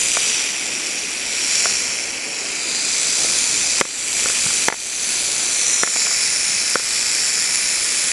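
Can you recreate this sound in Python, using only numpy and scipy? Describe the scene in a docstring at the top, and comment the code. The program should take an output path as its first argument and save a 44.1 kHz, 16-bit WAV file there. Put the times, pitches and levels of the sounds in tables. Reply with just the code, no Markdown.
"""A rattlesnake in dry grass, close to the microphone of a moving hand-held camera, over low outdoor air.
It buzzes from the start: the hollow horny tail segments collide four times a shake, about sixty shakes
a second. Light knocks on the camera body come early, as the buzz swells and fades with the aim.
From about four to seven seconds harder knocks overload the microphone, and its gain control ducks
the buzz after them. The snake rattles on to the end."""
import sys
import numpy as np
from scipy import signal
from scipy.io import wavfile
from scipy.ndimage import uniform_filter1d

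SR = 44100
rng = np.random.default_rng(int(sys.argv[2]) if len(sys.argv) > 2 else 0)


def write(x):
    x = np.atleast_2d(x).T
    wavfile.write(sys.argv[1], SR, np.round(np.clip(x, -1, 1) * 32767).astype(np.int16))


N = 358091
TIME = np.arange(N) / SR


def rattle(facing_db=-22.5, hollow_per_db=0.6):
    """Collisions ring the hollow segments; the colour shifts with the microphone's position."""
    # broad colour of the segments: (frequency [Hz], relative level [dB])
    shell = [(150, -30.5), (500, -17), (1000, -17), (1500, -12), (2100, -5), (3000, -6.5), (3800, -7),
             (4500, -3), (5200, -5.5), (7300, -0.5), (8400, -5), (10100, -6), (11200, -15.5),
             (12200, -30.5)]
    # resonances of the hollow segments: (frequency [Hz], width [Hz], gain [dB])
    cavities = [(2430, 410, 6), (4260, 190, 1), (7050, 820, 2), (9110, 160, 5.5), (9980, 290, 3),
                (6180, 92, 3), (4560, 230, 0), (1424, 130, 3.5)]
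    # the microphone swings towards the snake and away: (time [s], level [dB], top treble [dB])
    aim = [(0, -23, 0.5), (.3, -19.5, -4.5), (.6, -26, -2.5), (1.22, -27.5, .5), (1.6, -20, -3.5),
           (2.2, -30, -2.5), (2.8, -22, -6.5), (3.25, -18.5, -3.5), (3.75, -19.5, -5), (4.15, -21.5, 0),
           (4.55, -20.5, 0), (5.3, -21, -1.5), (5.75, -19, -4), (6.0, -20.5, 1), (6.5, -20.5, -4),
           (7.1, -20, -1.5), (7.5, -20.5, -0.4)]
    # the microphone goes round the snake: (time [s], upward tilt of the lower buzz [dB], hollow ring [dB])
    circling = [(0, 4, 1), (1.0, 1, 1), (1.55, 0.2, 1.7), (3.4, 0.5, -1.5), (4.3, 1, 0.5), (5.3, 0.5, -2.5),
                (6.1, -4, 1), (8.1, -2.5, 0.5)]
    # reflections off leaves and ground lift one band: (time [s], frequency [Hz], lift [dB])
    lifted_band = [(0, 6040, 9), (.5, 5700, 7), (1.25, 5670, 12), (1.6, 5560, 9.5), (2.4, 5500, 11),
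                   (2.7, 5500, -1), (3.7, 5500, 2), (5.3, 6000, 3.5), (5.7, 6050, 8), (5.95, 5460, 8.5),
                   (6.6, 5460, 7), (8.1, 5500, 6.5)]
    # and cancel another: (time [s], frequency [Hz], depth [dB])
    cancelled_band = [(0, 4370, 5), (.3, 4120, 5), (1.3, 3740, -1), (2.35, 3670, 8), (3.0, 2980, 1.5),
                      (3.7, 3000, 2.5), (3.9, 5330, 9), (4.35, 5300, -1), (4.6, 5150, 6), (5.4, 5030, 3),
                      (5.78, 4700, 16), (6.0, 4870, -2), (6.5, 5900, 1), (8.1, 5740, 2.5)]
    # two middle rings that speak from one side of the snake: (time [s], gain [dB])
    side_rings = [(1.2, 2), (1.6, 5.5), (2.45, 3), (2.75, 7.5), (3.1, 3.5), (3.5, 3)]
    hz, t, spectrum = signal.stft(shifting_contact(collisions()), SR, nperseg=512, noverlap=384)
    hz = hz[:, None]
    level_db, sizzle_db = follow(aim, t)
    tilt_db, ring_db = follow(circling, t)
    lift_hz, lift_db = follow(lifted_band, t)
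    cancel_hz, cancel_db = follow(cancelled_band, t)
    side_db, = follow(side_rings, t)
    db = colour(shell, hz) + sum(gain * bell(hz, centre, width) for centre, width, gain in cavities)
    # the hollow ring spreads all round, so it stands out when the rest of the buzz is turned away
    hollow_db = hollow_per_db * (facing_db - level_db) + ring_db
    db = db + hollow_db * bell(hz, 2380, 2000)
    db -= 2.5 * bell(hz, 2800, 120)  # just above its pitch it works against the rest of the shell
    db += tilt_db * (bell(hz, 3040, 1650) - 0.62 * bell(hz, 1980, 920))
    db += sizzle_db * bell(hz, 11200, 4000)
    db += side_db * (bell(hz, 4100, 140) + bell(hz, 4770, 480))
    db += lift_db * bell(hz, lift_hz, 470) - cancel_db * bell(hz, cancel_hz, 440)
    db += leaf_scatter(spectrum.shape) * bell(hz, 8500, 7000)
    core = (hz > 5000) & (hz < 8200)  # this band anchors the level
    gain = amp(db + level_db) / np.sqrt(np.mean(core * amp(db) ** 2))
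    return signal.istft(spectrum * gain, nperseg=512, noverlap=384)[1][:N]


def collisions(jitter_s=.00024, scatter_s=.00092, uneven_db=1.24, tick_db=1.55, scrape=1.35, count=20):
    """Each collision runs down the chain of segments as a spray of ticks and a short scrape."""
    # speed of the tail: (time [s], rate [shakes/s])
    shake_rate = [(0, 59.3), (.6, 65), (1.0, 62.5), (2.0, 59.5), (2.55, 61.2), (3.5, 57.9), (4.2, 58),
                  (5.1, 63.2), (5.5, 59.8), (6.0, 60.4), (7.15, 57.5), (7.5, 59.8), (8.1, 61.6)]
    # the four collisions of one shake: (phase [cycles], accent [dB])
    pattern = [(.1, 0.5), (.36, -1.2), (.6, -1), (.845, -1.9)]
    turns = np.cumsum(follow(shake_rate, TIME)[0]) / SR
    phase, accent_db = np.transpose(pattern)
    cycles = np.arange(int(turns[-1]) + 1)
    strike_s = np.interp(np.add.outer(cycles, phase).ravel(), turns, TIME, right=np.inf)
    grit, chatter = rng.standard_normal((2, N))
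    # column 0 varies the whole collision, the rest its single ticks
    force, timing, polarity = rng.standard_normal((len(strike_s), 3, count + 1)).swapaxes(0, 1)
    strike_db = np.tile(accent_db, len(cycles)) + uneven_db * np.tanh(force[:, 0])
    strike_s += jitter_s * timing[:, 0]
    tick_s = strike_s[:, None] + scatter_s * timing[:, 1:]
    size = amp(strike_db[:, None] + tick_db * force[:, 1:]) * np.sign(polarity[:, 1:])
    inside = (tick_s > 0) & (tick_s < TIME[-1])
    ticks = np.bincount((tick_s[inside] * SR).astype(int), size[inside], N)
    # the segments rub just before and after they strike, and chatter loosely in between
    rubbing = np.sqrt(abs(uniform_filter1d(ticks ** 2, size=48)))
    return unit(unit(ticks) + scrape * unit(rubbing * grit) + chatter)


def shifting_contact(blows, uneven_db=0.5):
    """The segments never meet at quite the same spot, so each blow favours other pitches."""
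    spectrum = signal.stft(blows, SR, nperseg=128)[2]
    spot = unit(blur(rng.standard_normal(spectrum.shape), bins=6, frames=4))
    return unit(signal.istft(spectrum * amp(uneven_db * spot), nperseg=128)[1][:N])


def leaf_scatter(shape, depth_db=1.83):
    """Leaves scatter the sound, so narrow bands swell and fade as the microphone wanders."""
    field = rng.standard_normal(shape)
    for _ in range(2):
        field = blur(field, bins=5, frames=110)
    return depth_db * unit(field)


def knocks(level_db=-2.5, rebound_s=.0408, bass_cut_hz=190):
    """Knocks right at the microphone each bounce once; the small camera body gives off little bass."""
    # blows on the camera: (time [s], relative force [dB], lower ring [Hz], upper ring [Hz],
    # deep modes [dB], rebound [dB])
    blows = [(0.1708, -10, 700, 1160, -12, -25), (1.6573, -9, 710, 1400, -10, -18),
             (3.247, -23.5, 530, 650, 5, -26), (3.8119, 6.5, 1050, 1930, 2, -15.5),
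             (3.8171, -7, 1000, 1490, 6, -26), (4.2585, -11.5, 470, 1550, -3.5, -4.5),
             (4.4654, -19.5, 900, 1290, 3, -2), (4.6842, 9, 986, 1750, -3, -7),
             (4.701, 0, 990, 2030, -9, -8), (5.8341, 2, 412, 1690, -10, -10),
             (5.9615, -14, 750, 1000, -1, -13), (6.070, -19, 590, 1300, -15, -4),
             (6.7563, -2.5, 563, 1410, -2.5, -17)]
    out = np.zeros(N)
    for start_s, force_db, lower_hz, upper_hz, deep_db, rebound_db in blows:
        blow = amp(force_db + level_db) * body_ring(lower_hz, upper_hz, deep_db)
        add(out, start_s, blow)
        add(out, start_s + rebound_s, amp(rebound_db) * blow)
    return signal.sosfilt(signal.butter(2, bass_cut_hz, "high", fs=SR, output="sos"), out)


def body_ring(lower_hz, upper_hz, deep_db, focus_db=8.5, deep_edge_hz=630, rise_s=0.0007):
    """One blow rings the camera body; where it lands decides which modes speak most."""
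    # modes of the camera body: (frequency [Hz], relative level [dB], time to fall 60 dB [s])
    modes = [(190, -12.5, 0.012), (420, -0.5, 0.0064), (532, -3.5, 0.017), (711, -8.5, 0.021),
             (910, -1.5, 0.0096), (1162, 3.5, 0.0071), (1400, 4, 0.0082), (1724, -3.5, 0.011),
             (1975, -4, 0.01), (3340, 1, 0.0042), (5970, 5.5, 0.0036)]
    t = np.arange(SR // 16) / SR
    hz, db, t60 = np.transpose(modes)[:, :, None]
    rings = amp(db - 60 * t / t60) * np.sin(2 * np.pi * hz * t) * (1 - np.exp(-t / rise_s))
    focus = np.maximum(bell(hz, lower_hz, 260), bell(hz, upper_hz, 550))
    return (amp(focus_db * focus + deep_db * (hz < deep_edge_hz)) * rings).sum(0)


def grip_bump():
    """The hand shifts its grip on the camera with a dull, short thud."""
    # soft bump of the hand: (time [s], level [dB], pitch [Hz], length [s])
    thuds = [(4.457, -24, 148, 0.016)]
    out = np.zeros(N)
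    for start_s, db, hz, length_s in thuds:
        t = np.arange(int(length_s * SR)) / SR
        add(out, start_s, amp(db) * np.sin(2 * np.pi * hz * t) * np.hanning(len(t)))
    return out


def background(patchy_db=1.5):
    """A low, patchy outdoor rush, and a deep rumble that swells and fades, early on with the buzz."""
    # colour of the rush: (frequency [Hz], relative level [dB])
    rush = [(20, -12), (50, -1.5), (100, -7), (200, 0.5), (300, 2), (500, 0), (700, -3.5), (1200, -8.5),
            (3000, -8), (10000, -40)]
    # rush and rumble over time: (time [s], level [dB], deep rumble [dB])
    levels = [(0, -37.5, 3), (.8, -36.5, -10), (1.6, -37, 1), (2.4, -35.8, -11), (3.2, -37, -1),
              (4.45, -37.5, 2), (5.7, -38, -1), (6.4, -41.5, 4)]
    hz, t, spectrum = signal.stft(rng.standard_normal(N), SR, nperseg=1024, noverlap=768)
    hz = hz[:, None]
    level_db, rumble_db = follow(levels, t)
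    patches = unit(blur(rng.standard_normal(spectrum.shape), bins=5, frames=12))
    db = level_db + rumble_db * bell(hz, 0, 300) + patchy_db * patches
    gain = unit(amp(colour(rush, hz))) * amp(db)
    return signal.istft(spectrum * gain, nperseg=1024, noverlap=768)[1][:N]


def gain_control(x, threshold_db=-15, attack_s=0.0059, recover_db_per_s=27, lag_s=0.0025):
    """The camera turns its gain down within milliseconds above the threshold, then recovers slowly."""
    power_db = 10 * np.log10(lag(x ** 2, attack_s) + 1e-12)
    recovery_db = recover_db_per_s * TIME
    held_db = np.maximum.accumulate(power_db + recovery_db) - recovery_db
    over_db = np.maximum(held_db - threshold_db, 0)
    return x * amp(-lag(over_db, lag_s))  # the gain lags, so the start of a knock gets through


def amp(db):
    """Decibels to gain."""
    return 10 ** (np.asarray(db) / 20)


def unit(x):
    """Scales to rms 1."""
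    return x / np.sqrt(np.mean(x ** 2) + 1e-20)


def colour(points, hz):
    """Reads a spectrum in dB on a log-frequency axis."""
    point_hz, db = np.transpose(points)
    return np.interp(np.log(hz + 1), np.log(point_hz), db)


def follow(rows, t):
    """Reads every column of a curve at the times t."""
    times, *columns = np.transpose(rows)
    return [np.interp(t, times, column) for column in columns]


def bell(hz, centre_hz, width_hz):
    """A smooth hump of height 1 with the given half-height width."""
    return 2 ** -((2 * (hz - centre_hz) / width_hz) ** 2)


def blur(field, bins, frames):
    """Averages over neighbouring frequencies and moments."""
    return uniform_filter1d(uniform_filter1d(field, size=bins, axis=0), size=frames, axis=1)


def lag(x, time_s):
    """One-pole smoothing with the given time constant."""
    pole = np.exp(-1 / (time_s * SR))
    return signal.lfilter([1 - pole], [1, -pole], x)


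def add(mix, start_s, sound):
    """Mixes a sound in at the given time."""
    part = mix[round(start_s * SR):][:len(sound)]
    part += sound[:len(part)]


def scene():
    """The snake close by, the background and handling noise, in mono."""
    return (rattle() + background() + knocks() + grip_bump())[None]


def record(dry, ceiling=.74, edge_hz=12350):
    """The camera's microphone: narrow dips, gain control, overload and a steep band limit."""
    # dips in the microphone's response: (frequency [Hz], width [Hz])
    dips = [(4350, 124), (6590, 150), (8690, 320)]
    x = dry[0]
    for hz, width in dips:
        x = signal.lfilter(*signal.iirnotch(hz, hz / width, SR), x)
    x = gain_control(x)
    x = x / (1 + (x / ceiling) ** 10) ** (1 / 10)  # overload rounds off the hardest knocks
    low_pass = signal.firwin(401, edge_hz, window=("kaiser", 8), fs=SR)
    return signal.oaconvolve(x, low_pass, "same")[None]


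dry = scene()
out = record(dry)
write(out)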